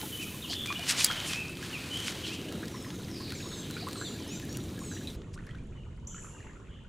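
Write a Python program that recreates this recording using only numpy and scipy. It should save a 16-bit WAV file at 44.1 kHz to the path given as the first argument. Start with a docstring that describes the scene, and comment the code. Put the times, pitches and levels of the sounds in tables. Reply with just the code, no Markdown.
"""A wooded river bank: songbirds whistle (gliding sines), squeal (overtones under a bill resonance) and buzz,
and the trees echo them (decaying noise tails) over a low distant rumble of coloured noise.
Close to a body-worn microphone an angler's shirt rustles (modulated noise), a reel snaps and ticks (struck
modes, band-passed blows), stray snaps crackle, and water drips and gurgles (ringing bubbles).
At the cut a second, wider microphone further up the bank takes over: quieter, duller, with leaves and lapping."""
import sys
import numpy as np
from scipy import signal
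from scipy.fft import rfft, irfft
from scipy.io import wavfile
from scipy.ndimage import uniform_filter1d

SR = 44100
rng = np.random.default_rng(int(sys.argv[2]) if len(sys.argv) > 2 else 0)


def wav_record(signal):
    """Record a signal, one row per channel, as 16-bit PCM in the file named by sys.argv[1]."""
    frames = np.transpose(np.atleast_2d(signal))
    bounded = np.clip(frames, -1, 1)
    # unit amplitude maps onto the largest positive 16-bit level
    quanta = np.round(bounded * 32767).astype(np.int16)
    wavfile.write(sys.argv[1], SR, quanta)


def voltage_ratio(level):
    """Linear amplitude factor for a level in decibels (scalar or array-like)."""
    return 10 ** (np.asarray(level, float) / 20)


N = 303408
TIME = np.arange(N) / SR
CUT_S = 5.165  # the far microphone takes over


def colour(points):
    """Spectral shaping: white noise weighted by a (Hz, dB) curve on a log frequency axis, scaled to rms 1."""
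    hz, db = np.transpose(points)
    f = np.maximum(np.fft.rfftfreq(N, 1 / SR), 1)
    gain = voltage_ratio(np.interp(np.log(f), np.log(hz), db, -90, -90))
    x = irfft(rfft(rng.standard_normal(N)) * gain, N)
    return x / x.std()


def band(x, lo_hz, hi_hz, order=2):
    """Band limitation: a Butterworth band-pass."""
    sos = signal.butter(order, [lo_hz, min(hi_hz, SR / 2.2)], "band", fs=SR, output="sos")
    return signal.sosfilt(sos, x)


def curve(table):
    """Linear interpolation: the columns after the time column, sample by sample."""
    s, *columns = np.transpose(table)
    return [np.interp(TIME, s, c) for c in columns]


def walk(rate):
    """Slow random modulation: held random levels, smoothed, with spread 1; rate in steps per second."""
    k = int(SR / rate)
    x = uniform_filter1d(np.repeat(rng.standard_normal(N // k + 1), k), k)[:N]
    return x / x.std()


def add(out, s, x):
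    """Superposition: a sound is summed in at its start in seconds."""
    i = max(int(s * SR), 0)
    out[i:i + len(x)] += x[:N - i]


def whistles():
    """Frequency modulation: soft-ended gliding sines, shaken by burr; returns direct sound and echo feed."""
    # Near-sine notes. Each row: start in seconds, length in seconds, first and last frequency in Hz,
    # level in dB, gain of the direct sound alone in dB.
    clear_notes = [(0.0, 0.026, 3050, 3030, -46, 3), (0.121, 0.044, 3045, 2990, -40.5, 2),
                   (0.191, 0.019, 2260, 2780, -42.5, 0), (0.212, 0.037, 2775, 2370, -48, 10.5),
                   (0.419, .012, 3280, 3920, -42, 2), (.435, 0.027, 3420, 2660, -38.5, 0),
                   (0.489, 0.057, 2943, 3600, -40.5, 2.5), (0.539, .09, 3580, 3344, -40, -6),
                   (0.674, .056, 2413, 2487, -42.5, 9), (0.751, 0.027, 2905, 3000, -35, 0.5),
                   (0.802, 0.16, 2980, 2900, -48, -5), (1.065, 0.087, 3320, 3030, -42.5, 9),
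                   (1.133, 0.0915, 3190, 2976, -43.5, 6), (1.213, 0.061, 3060, 3010, -49, -9),
                   (1.283, 0.042, 2787, 2370, -41, 3), (1.304, 0.046, 2406, 2470, -37, -5),
                   (1.36, 0.042, 2524, 2717, -42, 4), (1.4, 0.046, 2700, 2420, -47.5, 11),
                   (1.724, 0.052, 3050, 2270, -42.5, 7), (1.902, 0.066, 3006, 3080, -38.5, 3),
                   (1.939, 0.046, 3037, 3330, -39, 3), (2.29, 0.067, 2370, 3090, -47.5, 7),
                   (2.879, 0.16, 6630, 5970, -60, 0), (3.086, 0.14, 5720, 4130, -49, -5),
                   (3.425, 0.011, 3880, 3720, -44.5, 1.5), (3.712, 0.049, 3990, 4000, -49, 1),
                   (3.947, 0.065, 4120, 4060, -47, 0), (4.039, 0.051, 4050, 3250, -51.5, 12),
                   (4.193, 0.085, 3370, 2820, -55, 3), (4.3, 0.064, 2740, 2320, -60, 10.5),
                   (4.85, 0.16, 4110, 3770, -60, 5), (5.744, 0.079, 3070, 2785, -65, 2),
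                   (6.3, 0.092, 2795, 2830, -62.5, -1), (6.0702, 0.0096, 5870, 7900, -37.5, -0.5),
                   (6.137, .018, 6460, 8220, -44.5, -12)]
    # Buzzy notes of a farther bird. Each row: start in seconds, length in seconds, first and last
    # frequency in Hz, level in dB.
    buzzy_notes = [(2.236, 0.027, 3115, 2950, -38.5), (3.202, 0.13, 4490, 3795, -49),
                   (3.502, 0.0493, 3920, 3740, -47), (3.596, 0.093, 3370, 3060, -53.5),
                   (3.76, 0.091, 4800, 4120, -49), (4.052, 0.051, 4570, 4110, -49),
                   (4.25, .14, 3490, 3850, -58), (6.073, 0.12, 3245, 2920, -64),
                   (6.681, 0.12, 3250, 2990, -64)]
    burr_at_3_khz, burr_power = .02, .6  # pitch shake as a share of the pitch, growing with pitch
    buzz_burr, buzz_direct_db = .07, 3
    octave_db = -25  # faint octave overtone
    direct, sung, shake = np.zeros(N), np.zeros(N), walk(400.)
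    notes = [(*row, burr_at_3_khz * (row[2] / 3000) ** burr_power) for row in clear_notes]
    notes += [(*row, buzz_direct_db, buzz_burr) for row in buzzy_notes]
    for s, length, hz0, hz1, db, direct_db, burr in notes:
        u = np.linspace(0, 1, int(length * SR))
        glide = hz0 * (hz1 / hz0) ** u
        hz = glide * (1 + burr * shake[int(s * SR):][:len(u)])
        phase = 2 * np.pi * np.cumsum(hz) / SR
        tone = np.sin(phase) + voltage_ratio(octave_db) * np.sin(2 * phase)
        note = voltage_ratio(db) * np.sin(np.pi * u) ** .5 * tone
        add(sung, s, note)
        add(direct, s, voltage_ratio(direct_db) * note)
    return direct, sung


def squeals():
    """Source and filter: the open bill favours the overtones near its resonance; each flickers a little."""
    # Nasal squeals, one list per note. Each row: time in seconds, pitch in Hz, level in dB,
    # bill resonance in Hz.
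    squeal_notes = [
        [(2.71, 1500, -56, 5970), (2.76, 1353, -58, 5400), (2.854, 1304, -60, 5500), (2.9, 1240, -56, 6200)],
        [(3.34, 1588, -47, 6300), (3.374, 1376, -54, 6760), (3.41, 1330, -53, 6400), (3.5, 1335, -55, 6400),
         (3.6, 1242, -51, 6900), (3.63, 1190, -60, 5800)],
        [(3.92, 1456, -51, 8100), (3.964, 1416, -56, 8600), (4.0, 1242, -49, 7740), (4.106, 1173, -53.5, 7000),
         (4.14, 1190, -64, 6600)],
        [(4.27, 1016, -55, 6000), (4.328, 1170, -50, 6900), (4.37, 1254, -47.5, 6500)],
        [(4.49, 1104, -51, 5640), (4.54, 1148, -55.5, 6150), (4.575, 1220, -56, 7050)],
        [(4.795, 1410, -53, 7300), (4.9, 1282, -52, 7200), (4.958, 1140, -53, 6200), (4.975, 1125, -60, 6000)],
    ]
    bill_width_hz, flicker_db = 1500, 1
    out, wobble = np.zeros(N), walk(300.)
    flicker = {k: voltage_ratio(flicker_db * walk(40.)) for k in (4, 5, 6)}  # multiples of the pitch
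    for note in squeal_notes:
        s, *columns = np.transpose(note)
        t = np.arange(s[0], s[-1], 1 / SR)
        at = (t * SR).astype(int)
        hz, db, bill_hz = (np.interp(t, s, c) for c in columns)
        phase = 2 * np.pi * np.cumsum(hz * (1 + 0.01 * wobble[at])) / SR
        tone = np.zeros(len(t))
        for k, gain in flicker.items():
            resonance = np.exp(-((k * hz - bill_hz) / bill_width_hz) ** 2)
            tone += gain[at] * resonance * np.sin(k * phase)
        add(out, s[0], np.sqrt(2) * voltage_ratio(db) * tone * signal.windows.tukey(len(t), .1))
    return out


def trees(x, t60, wet_db, gap_s):
    """Diffuse reverberation: trunks and banks scatter echoes that build up and decay, one set for each side."""
    t = np.arange(int(1.5 * SR)) / SR
    decay = np.exp(-np.log(1000) * t / t60)
    tail = rng.standard_normal((2, len(t))) * decay * (1 - np.exp(-t / gap_s))
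    tail *= voltage_ratio(wet_db) / np.sqrt((tail ** 2).sum(1, keepdims=True))
    return signal.fftconvolve(x[None], tail, axes=1)[:, :N]


def reel():
    """Modal vibration: the bail snaps shut and rings in its modes; small parts tick broad and short."""
    # Blows and bounces of the bail. Each row: start in seconds, level in dB.
    snap_blows = [(1.029, -29.5), (1.0453, -3.5), (1.0493, -16.5), (1.0575, -24), (1.065, -21)]
    # Modes of the bail. Each row: frequency in Hz, relative level in dB, 60 dB decay time in seconds.
    bail_modes = [(2830, -24.5, 0.0062), (4800, -4.5, 0.013), (5500, 1.5, 0.0029), (7460, -5.5, 0.0078),
                  (9000, -23, 0.0033), (10620, -2.5, 0.0068), (15430, -14, .006)]
    # Reel and line ticks. Each row: start in seconds, level in dB, brightness in dB (fizz up, knock down).
    tick_blows = [(.0148, -18, 8), (0.2285, -20, 14), (.389, -33, 11), (0.5316, -17.5, -1),
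                  (0.659, -21, -2), (.6724, -17.5, 9), (.7262, -21, -8), (.794, -17.5, 7), (1.008, -14, -4),
                  (1.1014, -28, 2), (1.1128, -10, 3), (1.122, -16, 6), (1.1293, -17.5, 6), (1.202, -16, 5),
                  (1.334, -21, -10), (1.571, -22, 6), (1.6276, -22, 8), (1.9728, -19, 13),
                  (2.0024, -17, 11), (2.0821, -16.5, -7), (2.268, -27, -4), (2.4155, -23, 5),
                  (2.5243, -20.5, 11), (2.656, -24, 11), (2.682, -22, 8), (2.9043, -24, -2),
                  (3.305, -21, 9), (3.322, -19, 9), (3.71, -21.5, 15.5), (3.741, -24, 8), (3.8865, -17, 8),
                  (3.9112, -22, 10), (3.931, -18, 9), (4.3595, -32, 4), (4.3988, -21, 8), (4.4518, -32, 20),
                  (4.528, -25, 14), (4.571, -17.5, 17), (4.791, -26, 10), (5.2185, -34, 0.5),
                  (5.34, -40.5, -3), (5.467, -35, 12), (5.5527, -38.5, 3)]
    knock_db, fizz_db = 8, -16.5  # at brightness 0
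    knock_per_db = .85  # knock lost per dB of brightness
    out, t = np.zeros(N), np.arange(SR // 20) / SR
    ring = np.zeros(len(t))
    for hz, db, t60 in bail_modes:
        ring += voltage_ratio(db) * np.exp(-np.log(1000) * t / t60) * np.sin(2 * np.pi * hz * t)
    crack = rng.standard_normal(len(t)) * np.exp(-t / 0.00071)  # the crack of contact
    ring += voltage_ratio(-1.5) * band(crack, 2100.0, 14000.0)
    for s, db in snap_blows:
        add(out, s, voltage_ratio(db) * ring * (1 - np.exp(-t / .0003)))
    for s, db, bright_db in tick_blows:
        chatter = rng.standard_normal(len(t)) * np.exp(-t / .002)
        blow = (t == 0) + 0.16 * chatter  # one contact and a short chatter
        knock = voltage_ratio(knock_db - knock_per_db * bright_db) * band(blow, 1200.0, 4500.0)
        middle = band(blow, 3200.0, 6900.0)
        fizz = voltage_ratio(fizz_db + bright_db) * band(blow, 7400.0, 15000.)
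        add(out, s, voltage_ratio(db) * (knock - middle + fizz))
    return out


def rustle():
    """Stick-slip friction: fine hiss that follows the stirring, and short bursts of unevenly grained noise."""
    # How much shirt and arms stir. Each row: time in seconds, level over rest in dB before weighting by band.
    stirring = [(0, 3.5), (.6, 1), (.8, 8), (.95, 17.5), (1.12, 13.5), (1.25, 14.5), (1.4, 7.5),
                (1.55, 1.5), (1.7, 8.5), (1.9, 8.5), (2.15, 10.5), (2.4, 3.5), (3, 0.5), (3.8, 2.5),
                (4.6, -0.5), (5.17, -3.5)]
    # Spectra of the rustle. Each row: frequency in Hz, relative density in dB per Hz.
    treble_spectrum = [(1180, -27), (2000, -16.5), (3180, -2), (3790, -5), (5100, -10.5), (6330, -5.5),
                       (10000, -9.5), (13000, -47), (22000, -120)]
    top_spectrum = [(7000, -28.5), (10000, -5), (15300, -7.5), (15900, -25.5)]
    body_spectrum = [(260, -46.5), (450, -6), (1150, -4.5), (1430, -3), (2310, -1.5), (3020, -2.5),
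                     (4430, -4.5), (8000, -20.5), (10400, -41), (17600, -120)]
    # Short bursts of band noise: rubs, and a few tick-like bursts of a few milliseconds.
    # Each row: middle in seconds, half-length in seconds, level in dB, lowest and highest frequency in Hz.
    noise_bursts = [(0.229, .015, -46.5, 3500, 10100), (0.524, 0.022, -37.5, 3850, 4760),
                    (.663, .003, -39, 1500, 12000), (.795, 0.0045, -59, 1510, 11900),
                    (0.861, 0.013, -51, 1980, 9000), (.903, 0.016, -25, 1460, 9000),
                    (1.003, 0.022, -28.5, 2010, 7500), (1.049, 0.015, -30.5, 2500, 9000),
                    (1.282, 0.018, -39, 3000, 12800), (1.328, 0.033, -38, 1180, 5940),
                    (1.648, 0.024, -45, 1000, 5000), (1.972, 0.051, -49.5, 4070, 10000),
                    (2.082, 0.00085, -37, 1510, 4460), (1.15, 0.22, -52.5, 450, 890),
                    (2.08, 0.029, -38, 1450, 7500), (2.278, 0.024, -42, 2510, 4800),
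                    (2.34, 0.017, -44, 2530, 5700), (5.345, 0.0077, -53.5, 3970, 8500)]
    stir_db, = curve(stirring)
    # level at rest in dB, and the share of the stirring that each band takes
    treble = voltage_ratio(-56.5 + 0.67 * stir_db)
    top = voltage_ratio(-62.5 + 0.51 * stir_db)
    body = voltage_ratio(-55.5 + 1.083 * stir_db)
    # a thin line hiss dies away from the start
    line_treble = voltage_ratio(-49) * np.exp(-TIME / 0.84)
    line_top = voltage_ratio(-46.5) * np.exp(-TIME / .55)
    hiss = np.hypot(treble, line_treble) * colour(treble_spectrum)
    hiss += np.hypot(top, line_top) * colour(top_spectrum)
    hiss += body * colour(body_spectrum)
    out = voltage_ratio(walk(250.)) * hiss * (TIME < CUT_S)
    grains = rng.standard_normal(N) * voltage_ratio(3.1 * walk(1500.))
    for s, half, db, lo_hz, hi_hz in noise_bursts:
        t = np.arange(-3 * half, 3 * half, 1 / SR)
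        i = int((s + t[0]) * SR)
        # steep below, gentle above
        burst = band(grains[i:i + len(t)], lo_hz, hi_hz, order=1)
        burst = band(burst, lo_hz, 9400.0)
        out[i:i + len(t)] += voltage_ratio(db) * burst / burst.std() * np.exp(-(t / half) ** 2 / 2)
    return out


def bubble(hz, cycles, glide):
    """Bubble resonance: a ringing air pocket whose pitch rises as it nears the surface."""
    u = np.arange(int(3 * cycles / hz * SR)) * hz / cycles / SR  # 1 after the given cycles
    phase = 2 * np.pi * np.cumsum(hz * 2 ** (glide * (u - .3))) / SR
    return np.exp(-1.6 * u) * (1 - np.exp(-u * 25)) * np.sin(phase)


def drips():
    """Impact and bubble resonance: each clear drop lands with a short splat while its bubble rings."""
    # The clearest bubbles and drips. Each row: start in seconds, level in dB, pitch in Hz,
    # upward glide in octaves per ring.
    clear_drops = [(.029, -33.5, 842, 0.16), (.5, -44, 720, 0.28), (0.703, -27, 1146, 0.072),
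                   (.789, -41, 680, .15), (1.0084, -23.5, 2550, 0.087), (1.101, -25.5, 1385, 0.44),
                   (1.185, -42, 1370, .23), (1.628, -39, 1570, .25), (2.485, -37, 2880, .15),
                   (2.63, -35, 1590, 0.61), (2.743, -39, 1014, .25), (2.75, -40, 1950, .2),
                   (2.846, -39, 1900, 0.47), (3.28, -42, 2400, .15), (3.306, -42, 1860, .25),
                   (3.321, -38.5, 1470, 0.29), (3.3533, -38, 2250, .18), (3.403, -36, 2570, 0.32),
                   (3.457, -42, 1120, .2), (3.766, -34, 1450, 0.11), (3.7662, -38, 2300, .15),
                   (3.8072, -41, 2360, .19), (3.823, -39, 730, .16), (3.869, -29.5, 1090, 0.32),
                   (3.955, -39.5, 1280, 0.29), (4.013, -30, 1530, 0.16), (4.1225, -42, 2700, .13),
                   (4.426, -44, 1730, 0.18), (4.5468, -37, 2750, 0.17), (4.6034, -39, 3760, .15),
                   (4.915, -38, 1550, .15), (4.965, -40, 1790, 0.32), (4.9721, -43, 2780, .14),
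                   (5.0496, -44, 2600, .17), (5.0728, -29.5, 3860, .09), (5.1012, -37, 3700, .13),
                   (5.377, -40, 1460, 0.23), (5.389, -43.5, 1770, .25), (5.47, -43, 1690, .38),
                   (5.491, -40, 1850, .25), (5.509, -45.5, 3150, .15), (5.548, -42.5, 1480, .3),
                   (5.5852, -49, 2350, .15), (6.145, -38, 1360, 0.1), (6.182, -43, 1670, .25),
                   (6.245, -40, 1280, 0.6), (6.404, -45, 1820, .29), (6.469, -48, 1394, .32)]
    cycles_at_1_khz = 11.  # small bubbles ring for more cycles
    splat_db, splat_s = -10, 0.0013
    out, t = np.zeros(N), np.arange(SR // 100) / SR
    for s, db, hz, glide in clear_drops:
        cycles = cycles_at_1_khz * (hz / 1000) ** 0.39
        add(out, s, voltage_ratio(db) * bubble(hz, cycles, glide))
        splat = band(rng.standard_normal(len(t)) * np.exp(-t / splat_s), .6 * hz, 2.5 * hz)
        add(out, s, voltage_ratio(db + splat_db) * np.sqrt(SR / hz / 4) * splat)
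    return out


def gurgle(level_db, top_octaves, spread_db, count):
    """Random superposition: many small bubbles, uneven in size, ring and glide."""
    out = np.zeros(N)
    for when, pitch, size, ring, rise in rng.random((count, 5)):
        pocket = bubble(850 * 2 ** (top_octaves * pitch), 4 + 12 * ring, 0.46 * rise)
        add(out, when * TIME[-1], voltage_ratio(spread_db * size ** 3) * pocket)
    return voltage_ratio(level_db) * out


def crackle(count=340):
    """Damped oscillation: stray faint snaps of fibres and line, each at its own pitch; fainter after the cut."""
    out, t = np.zeros(N), np.arange(SR // 200) / SR
    envelope = np.exp(-t / 0.00066) * (1 - np.exp(-t / .0001))
    for when, pitch, size in rng.random((count, 3)):
        snap = envelope * np.sin(2 * np.pi * 3000 * 2 ** (1.8 * pitch) * t)
        add(out, when * TIME[-1], voltage_ratio(-46.5 + 15 * size ** 2) * snap)
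    return out * voltage_ratio(-22 * (TIME > CUT_S))


def air(points):
    """Amplitude modulation of coloured noise: a distant rumble whose upper part swells on its own."""
    # Swells. Each row: time in seconds, gain of the whole in dB, further gain of the upper part in dB.
    swells = [(0, -6, 2), (1.3, -4, -1.5), (2.35, -4, 2.5), (2.55, -4, 8.5), (2.75, -3, 1.5),
              (3.4, -2.5, 1), (4.0, -4.5, 5), (4.65, 1, -2.5), (5.1, 0, -2), (5.25, -4.5, -8),
              (5.55, -3.5, -9.5), (6.04, -5.5, -11.5), (6.4, -9, -3), (6.88, -9, -9.5)]
    level_db, upper_db = curve(swells)
    x = colour(points)
    low = signal.sosfiltfilt(signal.butter(2, 200., fs=SR, output="sos"), x)
    return voltage_ratio(level_db) * (low + voltage_ratio(upper_db) * (x - low))


def far_bank():
    """Partial coherence: rumble, lapping water and leaves, partly unlike left and right."""
    # Spectrum of the far rumble. 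Each row: frequency in Hz, relative density in dB per Hz.
    far_spectrum = [(8.8, -46), (15, -5), (70, -1.5), (176, -4.5), (311, -10), (392, -9.5), (439, -10.5),
                    (756, -24.5), (1160, -34.5), (2240, -37), (2990, -28.5), (5140, -44), (7050, -35),
                    (12100, -61), (14000, -81)]
    # Spectral tilt of the side signal. Each row: frequency in Hz, relative side minus mid in dB.
    side_tilt = [(60, -19.5), (110, -37), (200, -16), (380, -20), (700, -14), (1290, -26), (2380, -11),
                 (4400, -12), (8120, -20), (15000, 4)]
    # Lapping water. Each row: time in seconds, gain in dB.
    lapping = [(5.165, -69), (5.483, -63), (5.609, -69.5), (5.899, -68), (6.005, -70), (6.2, -63.5),
               (6.497, -60), (6.683, -67), (6.88, -66.5)]
    # Gusts in the leaves. Each row: peak in seconds, rise in seconds, fall in seconds, gain in dB.
    leaf_gusts = [(5.451, 0.11, 0.071, -69.5), (6.24, 0.038, .11, -54.5)]
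    hz, db = np.transpose(far_spectrum)
    tilt_hz, tilt_db = np.transpose(side_tilt)
    wide = db + np.interp(np.log(hz), np.log(tilt_hz), tilt_db)
    mid = voltage_ratio(-36.5) * air(far_spectrum)
    side = voltage_ratio(-63.0) * colour(np.transpose([hz, wide]))

    lap_db, = curve(lapping)
    patter = gurgle(lap_db, 1.7, 15.1, count=3600)
    lap = patter + trees(patter, 0.17, -6.0, 0.0024)

    leaf_gain = voltage_ratio(-85)  # between gusts
    for s, rise, fall, gust_db in leaf_gusts:
        distance = np.where(TIME < s, (s - TIME) / rise, (TIME - s) / fall)
        leaf_gain = leaf_gain + voltage_ratio(gust_db) * np.exp(-distance)
    noise = rng.standard_normal((3, N))  # left, right and shared
    leaves = leaf_gain * band(noise[:2] * 0.58 + noise[2], 5500.0, 10850.0, order=4)
    return np.array([[.95], [1.05]]) * mid + np.array([[1], [-1]]) * side + lap + leaves


def scene():
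    """Superposition at two microphones, crossfaded at the cut; the far one takes echoes only of later sounds."""
    # Spectra before the cut: rumble, and a faint side-only noise (opposite sign left and right).
    # Each row: frequency in Hz, relative density in dB per Hz.
    near_spectrum = [(12, -41), (20, -2.5), (33, -13.5), (90, 5.5), (192, 2.5), (334, 0.5), (726, -18.5),
                     (2010, -40.5), (3200, -55.5), (3740, -20), (4000, -22.5), (5200, -51), (8800, -120)]
    side_spectrum = [(400, -10), (700, -3.5), (1300, -28), (3000, -24), (8000, -21), (12000, -14),
                     (15700, -9.5)]
    song, sung = whistles()
    squeal = squeals()
    before = TIME < CUT_S
    wet = drips() + gurgle(-61.0, 1.6, 18.1, count=1300) * before
    direct = song + squeal + wet + reel() + rustle() + crackle()
    sides = np.array([[1], [-1]])

    near_echo = trees(sung, 0.99, 4, 0.0042)
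    near_echo += trees(squeal, 0.51, -1.8, 0.0077)
    near_echo += trees(wet, 0.073, -1.4, 0.0043)
    near = direct + near_echo[0] + voltage_ratio(-38.5) * air(near_spectrum)
    near = near + voltage_ratio(-72.0) * sides * colour(side_spectrum)

    far_echo = trees(sung * ~before, 1.04, 4.6, 0.002) + trees(wet * ~before, 0.3, -4, 0.0027)
    far = direct * ~before + far_echo[0] + voltage_ratio(-8) * sides * far_echo[1] + far_bank()
    # this microphone stops lower
    far = signal.sosfilt(signal.ellip(8, .3, 60, 13200., fs=SR, output="sos"), far)
    fade = np.clip((TIME - CUT_S) / 0.0071 + 1, 0, 1)
    return (1 - fade) * near + fade * far


def roll_off(x):
    """The treble ends steeply here."""
    return signal.sosfilt(signal.butter(12, 17490, fs=SR, output="sos"), x)


def record(dry):
    """Band limitation: the recorder cuts the top with a steep elliptic low-pass."""
    cut = signal.sosfilt(signal.ellip(8, .2, 60, 15900, fs=SR, output="sos"), dry)
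    return roll_off(cut)


dry = scene()
out = record(dry)
wav_record(out)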